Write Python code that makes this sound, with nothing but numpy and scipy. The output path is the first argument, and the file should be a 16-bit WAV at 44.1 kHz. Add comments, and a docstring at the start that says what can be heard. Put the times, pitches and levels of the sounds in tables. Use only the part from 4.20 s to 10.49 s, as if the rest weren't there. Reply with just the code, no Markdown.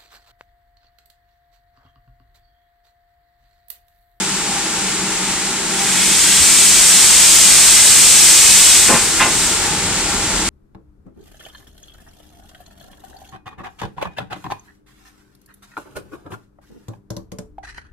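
"""Steam leaks steadily and draught roars in the chimney as a steam locomotive eases away from a stand.
A drain cock then blows a long, fierce hiss that overloads the microphone, and spits once more.
As the jet dies, slack steel gear takes up with two rattling clanks; the rumble of the wheels grows.
Steam, air and wheels are coloured noise, the clanks noise bursts over decaying modes, the thud a sine pulse."""
import sys
import numpy as np
from scipy import signal
from scipy.fft import rfft, irfft
from scipy.io import wavfile

SR = 44100
rng = np.random.default_rng(int(sys.argv[2]) if len(sys.argv) > 2 else 0)


def to_wav(sig):
    """Store sig (one row per channel, or 1-D mono) as 16-bit WAV at the path in sys.argv[1].

    Samples outside -1..1 are clipped; the rate is SR.
    """
    pcm = np.clip(np.atleast_2d(sig), -1, 1) * 32767
    pcm = np.round(pcm).astype(np.int16)
    wavfile.write(sys.argv[1], SR, pcm.T)  # frames by channels


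N = 277389
TIME = np.arange(N) / SR
BINS = np.maximum(np.fft.rfftfreq(N, 1 / SR), 1)


def from_db(db):
    """Decibels to amplitude gain."""
    return 10 ** (np.asarray(db) / 20)


def rms_one(x):
    """Scale to unit rms."""
    return x / np.sqrt(np.mean(x ** 2) + 1e-20)


def at_hz(points):
    """Interpolate a (Hz, value) curve over log frequency."""
    hz, value = np.transpose(points)
    return np.interp(np.log(BINS), np.log(hz), value)


def ease(at_s, rise_s):
    """A smooth step from 0 to 1 about its mid-point."""
    return .5 + .5 * np.tanh((TIME - at_s) / rise_s)


def drift(rate_hz):
    """Slow low-passed chance with a spread of 1."""
    step = 100  # samples between drawn points
    size = N // step + 2
    rolloff = 1 + (np.fft.rfftfreq(size, step / SR) / rate_hz) ** 2
    slow = irfft(rfft(rng.standard_normal(size)) / rolloff, size)
    return np.interp(np.arange(N) / step, np.arange(size), rms_one(slow))


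def resonances(modes):
    """Power spectrum of a set of (Hz, width Hz, dB) peaks."""
    return sum(from_db(db) ** 2 / (1 + ((BINS - hz) / width) ** 2 * 2) ** 2 for hz, width, db in modes)


def turbulence(gain, likeness, phase=0):
    """Coloured noise at two microphone ports, correlated by likeness; rms 1."""
    mid, side = rfft(rng.standard_normal((2, N)))
    alike = np.clip(likeness, 0, 1)
    mid = mid * np.sqrt(1 + alike)
    side = side * np.sqrt(1 - alike)
    left = mid + side
    right = (mid - side) * np.exp(-1j * phase)
    return rms_one(irfft(gain * np.array([left, right]), N))


def passing_echoes(x, echo_db, nearest_s=.0017, farthest_s=.0036, rate_hz=2.7, count=8):
    """Short echoes off rails, ballast and boiler come and go, rippling the spectrum."""
    out = x.copy()
    for delay_s in rng.uniform(nearest_s, farthest_s, count):
        out += from_db(echo_db) * drift(rate_hz) * np.roll(x, round(delay_s * SR), axis=1)
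    return rms_one(out)


def jet_flow(build_s=.69, release_s=.175):
    """Steam flow as a gain: it builds while the cock is open and dies quickly once it shuts."""
    # openings of the drain cock: opens_s, shuts_s, full_flow_level_db
    blows = [(1.31, 4.56, -4.2), (4.76, 5.24, -6.3)]
    flow = 1e-4
    for opens_s, shuts_s, level_db in blows:
        open_age = np.clip(TIME - opens_s, 0, shuts_s - opens_s)
        build = (1 - np.exp(-open_age / build_s)) ** 2
        release = np.exp(-np.maximum(TIME - shuts_s, 0) / release_s)
        flow = flow + from_db(level_db) * build * release
    return flow


def breeze(flow, steady_db=-45, stirred_db=-32.5, gust_db=1.0, gust_hz=7):
    """Moving air rumbles on each microphone port separately, more so while the jet blows."""
    # air rumble spectrum: frequency_hz, density_db_per_hz
    air_colour = [(10, -2), (35, 5.5), (80, 0.5), (160, -11), (400, -27), (1500, -50)]
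    strength = from_db(steady_db) + from_db(stirred_db) * flow
    return turbulence(from_db(at_hz(air_colour)), 0) * strength * from_db(gust_db * drift(gust_hz))


def leak(load, level_db=-20.8, load_db=1.8, flutter_db=0.5, flutter_hz=4.5, pan_db=0.6):
    """Softer steam from glands and valves, arriving at a slant around the boiler."""
    # hiss spectrum: frequency_hz, density_db_per_hz
    leak_colour = [(150, -7), (600, -7.5), (1150, -0.5), (2200, .4), (3400, -0.8), (4800, -.9),
                   (6000, -1.5), (7300, 0), (8300, -2), (9300, -6), (10500, -10.5), (12000, -18.5),
                   (15000, -25)]
    # left-right correlation: frequency_hz, likeness_0_to_1
    leak_likeness = [(300, 0.98), (1200, 0.98), (2000, 0.83), (2900, 0.33), (3700, 0.54), (4600, .13),
                     (6300, 0.41), (8000, 0.33), (10000, .13), (15000, .12)]
    # phase between ports: frequency_hz, left_lead_rad
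    leak_phase = [(100, 0), (1500, -0.12), (3000, -.5), (4500, -1.4), (6000, -2), (8300, -2.5), (10000, -3)]
    hiss = turbulence(from_db(at_hz(leak_colour)), at_hz(leak_likeness), at_hz(leak_phase))
    level = from_db(level_db + load_db * load + flutter_db * drift(flutter_hz))
    return hiss * level * from_db([[pan_db], [-pan_db]])


def wheels(load, start_db=-48, growth_db_per_s=2.5, load_db=4.8, lump_db=0.7, lump_hz=5):
    """Heavy wheels roll unevenly over the rails, louder with speed and load."""
    # rolling spectrum: frequency_hz, density_db_per_hz
    rumble_colour = [(15, -7), (30, 2), (44, 3), (58, -3), (85, 1), (120, -5), (230, -5), (340, -10),
                     (560, -10.5), (2000, -31), (6000, -53)]
    level_db = start_db + growth_db_per_s * TIME + load_db * load
    return turbulence(from_db(at_hz(rumble_colour)), 1.0) * from_db(level_db + lump_db * drift(lump_hz))


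def firebox_drone(load, level_db=-32.7, load_db=-4):
    """The draught excites one low firebox resonance, weaker under load."""
    # firebox resonance: frequency_hz, width_hz, level_db
    firebox = [(191.6, 21.6, 0)]
    return turbulence(np.sqrt(resonances(firebox)), 1.0) * from_db(level_db + load_db * load)


def chimney_roar(load, level_db=-29.6, load_db=1.8, surge_db=.8, surge_hz=5.9):
    """The blower's draught excites the resonances of smokebox and chimney."""
    # smokebox and chimney resonances: frequency_hz, width_hz, level_db
    chimney = [(149, 29, -6), (243, 37, -5.5), (322, 47, -1.5), (391, 46, -3), (460, 71, -12.5),
               (646, 140, -15.5), (890, 62, -4.5), (1382, 66, -7)]
    level = from_db(level_db + load_db * load + surge_db * drift(surge_hz))
    return turbulence(np.sqrt(resonances(chimney)), 1.0) * level


def chimney_hoots(murmur_db=-38.5, swell_s=0.069):
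    """The draught makes a narrow chimney resonance murmur, with brief swells in power."""
    # chimney note: frequency_hz, width_hz, level_db
    note_modes = [(803.4, 32, 0)]
    # swells of the note: peak_s, swell_level_db
    hoots = [(.36, -31), (1.27, -34), (1.62, -30.5), (5.48, -31), (5.92, -35)]
    swells = sum(from_db(db) ** 2 * np.exp(-((TIME - s) / swell_s) ** 2) for s, db in hoots)
    note = turbulence(np.sqrt(resonances(note_modes)), 0.98)
    return note * np.sqrt(from_db(murmur_db) ** 2 + swells)


def frame_thud(start_s=2.194, hz=72, swell_s=0.016, level_db=-19):
    """One soft, deep bump as the frames take the strain: a sine in a swelling, dying envelope."""
    age = np.maximum(TIME - start_s, 0)
    envelope = (age / swell_s) ** 2 * np.exp(2 - 2 * age / swell_s)
    return from_db(level_db) * envelope * np.sin(2 * np.pi * hz * age)


def knocks(count=4, chatter_s=.02, growth_db=.5, thump_hz=165, thump_db=-6, thump_delay_s=.008):
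    """Each slam chatters in harder, deeper knocks and thumps the frames: (s, level dB, centre Hz)."""
    # slack gear slamming home: start_s, level_db, contact_centre_hz, pitch_spread_octaves (either way)
    slams = [(4.678, -15.5, 680, 1.4), (4.692, -14, 640, 1.55), (4.718, -15, 620, 1.6),
             (4.735, -16.5, 1300, .55), (4.996, -14.5, 1220, .6), (5.007, -15, 2350, .3),
             (5.050, -21.5, 850, 1.1)]
    rows = []
    for start_s, level_db, centre_hz, spread in slams:
        progress = (np.arange(count) + rng.random(count) / 2) / count
        times_s = start_s + chatter_s * progress
        levels_db = level_db + growth_db * (progress - .5)
        pitches_hz = centre_hz * 2 ** (spread * np.linspace(1, -1, count))
        rows += zip(times_s, levels_db, pitches_hz)
        rows.append((start_s + thump_delay_s, level_db + thump_db, thump_hz))
    return rows


def clanks(spread_octaves=0.64, crash_t60_s=0.16, crash_db=0, ring_db=-4.5, rise_s=0.00056, side_db=-11):
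    """Each knock wakes the steel's modes near its own pitch, over a short crash of crowded plate modes."""
    # steel modes: frequency_hz, level_db, t60_s
    steel = [(237, 0.5, 0.27), (396, -3.5, 0.2), (479, -2.5, 0.17), (626, -9, 0.28), (852, 2.5, 0.2),
             (1044, 2, 0.26), (1240, -10, .25), (1447, -6, 0.28), (1520, -7, .25), (1769, -4, 0.31),
             (2047, 1, 0.24), (2460, -5, .3), (2550, -12, .25), (2695, -1.5, 0.29), (3424, -1, 0.18),
             (3849, -13, .25)]
    hz, mode_db, t60_s = np.transpose(steel)[:, :, None]
    out, size = np.zeros((2, N + SR)), SR // 3
    age = np.arange(size) / SR
    bins = np.maximum(np.fft.rfftfreq(size, 1 / SR), 1)

    def contact(f_hz, centre_hz):
        """Contact spectrum: a bell over log frequency."""
        return 1 / (1 + (np.log2(f_hz / centre_hz) / spread_octaves) ** 2 / 2) ** 2

    for start_s, level_db, centre_hz in knocks():
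        noise = rfft(rng.standard_normal((2, size)))
        mid, side = irfft(noise * contact(bins, centre_hz), size)
        crash = rms_one(mid + from_db(side_db) * side * [[1], [-1]])
        crash = crash * from_db(crash_db - 60 * age / crash_t60_s)
        jitter_db = rng.normal(0, 1, hz.shape)
        strength = contact(hz, centre_hz) * from_db(mode_db + ring_db + jitter_db)
        ring = np.sum(strength * from_db(-60 * age / t60_s) * np.sin(2 * np.pi * hz * age), axis=0)
        attack = 1 - np.exp(-age / rise_s)
        at = round(start_s * SR)
        out[:, at:at + size] += from_db(level_db) * (crash + ring) * attack
    return out[:, :N]


def jet_hiss(flow, flutter_db=.3, flutter_hz=4):
    """Steam blasts through the orifice as broad hiss with faint whistling, following the flow."""
    # jet spectrum: frequency_hz, density_db_per_hz
    jet_colour = [(200, -33), (700, -17), (1300, -13), (2200, -7), (3100, -4.5), (4400, -3), (6000, -1.5),
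                  (7200, -0.9), (8300, 0.5), (9300, -4.5), (10500, -9), (12000, -14.5), (15000, -20)]
    # left-right correlation: frequency_hz, likeness_0_to_1
    jet_likeness = [(500, 1), (2200, 1), (3300, 0.83), (4400, 0.68), (5200, 0.28), (6400, 0.32),
                    (8400, 0.44), (11000, 0.35), (15000, .4)]
    # orifice whistling: frequency_hz, width_hz, level_above_hiss_db
    whistle = [(5420, 300, -6), (8320, 100, -2)]
    colour = from_db(at_hz(jet_colour)) * np.sqrt(1 + resonances(whistle))
    hiss = passing_echoes(turbulence(colour, at_hz(jet_likeness)), echo_db=-21)
    return hiss * flow * from_db(flutter_db * drift(flutter_hz))


def drain_pipe(flow, level_db=-19.9, flow_power=.12, water_from_s=1.64, water_to_s=4.74, fade_s=.13):
    """Condensed water driven through the pipe excites its hollow resonances, barely rising with flow."""
    # drain pipe resonances: frequency_hz, width_hz, level_db
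    pipe_modes = [(1130, 180, -7.5), (1570, 170, -6.5), (2050, 260, -3), (2480, 340, -1.5),
                  (3260, 420, -1.5), (3770, 190, -4.5)]
    pipe = passing_echoes(turbulence(np.sqrt(resonances(pipe_modes)), 0.92), echo_db=-11)
    wet = ease(water_from_s, fade_s) - ease(water_to_s, fade_s)
    return pipe * wet * from_db(level_db) * flow ** flow_power


def drain_cock(flow, pan_db=0.35):
    """Wet steam beside the cylinder: hollow at first, ever sharper as the flow grows."""
    return (jet_hiss(flow) + drain_pipe(flow)) * from_db([[pan_db], [-pan_db]])


def scene():
    """Steam, draught and running gear in the open air."""
    flow = jet_flow()
    load = ease(at_s=4.5, rise_s=0.12)  # the engine takes up its load
    air = breeze(flow) + leak(load)
    draught = firebox_drone(load) + chimney_roar(load) + chimney_hoots()
    gear = wheels(load) + frame_thud() + clanks()
    return air + draught + gear + drain_cock(flow)


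def gain_control(x, knee_db=-4, smooth_s=0.041):
    """Gain falls a little as the smoothed power of both channels grows."""
    keep = np.exp(-1 / (smooth_s * SR))
    power = signal.lfilter([1 - keep], [1, -keep], np.mean(x ** 2, axis=0))
    return x / np.sqrt(1 + power / from_db(knee_db) ** 2)


def ports(x):
    """Each microphone port rings broadly at its own treble pitch."""
    port_hz, width_hz, peak_db = [8370, 7320], [1600, 1600], [6, 5]  # left, right
    rings = []
    for side, hz, width in zip(x, port_hz, width_hz):
        b, a = signal.iirpeak(hz, hz / width, fs=SR)
        rings.append(signal.lfilter(b, a, side))
    return x + (from_db(peak_db)[:, None] - 1) * np.array(rings)


def saturate(x, scale=0.73, bias=0.31, shift=0.26, shift_hz=110):
    """The microphone saturates lopsidedly, smearing loud hiss into bass and top."""
    bent = scale * (np.tanh(x / scale + bias) - np.tanh(bias)) / (1 - np.tanh(bias) ** 2)
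    # partly rectified overload shakes each channel's resting point
    return bent - shift * signal.sosfilt(signal.butter(1, shift_hz, fs=SR, output="sos"), bent ** 2)


def record(dry, drive_db=-0.63, low_hz=24, cutoff_hz=15150):
    """Gain control, port resonance and overload, then clipping within a limited band."""
    bent = saturate(from_db(drive_db) * ports(gain_control(dry)))
    bent = signal.sosfilt(signal.butter(2, low_hz, "high", fs=SR, output="sos"), bent)
    lowpass = signal.ellip(12, .1, 80, cutoff_hz, fs=SR, output="sos")
    return signal.sosfilt(lowpass, np.clip(bent, -.95, .95))


dry = scene()
out = record(dry)
to_wav(out)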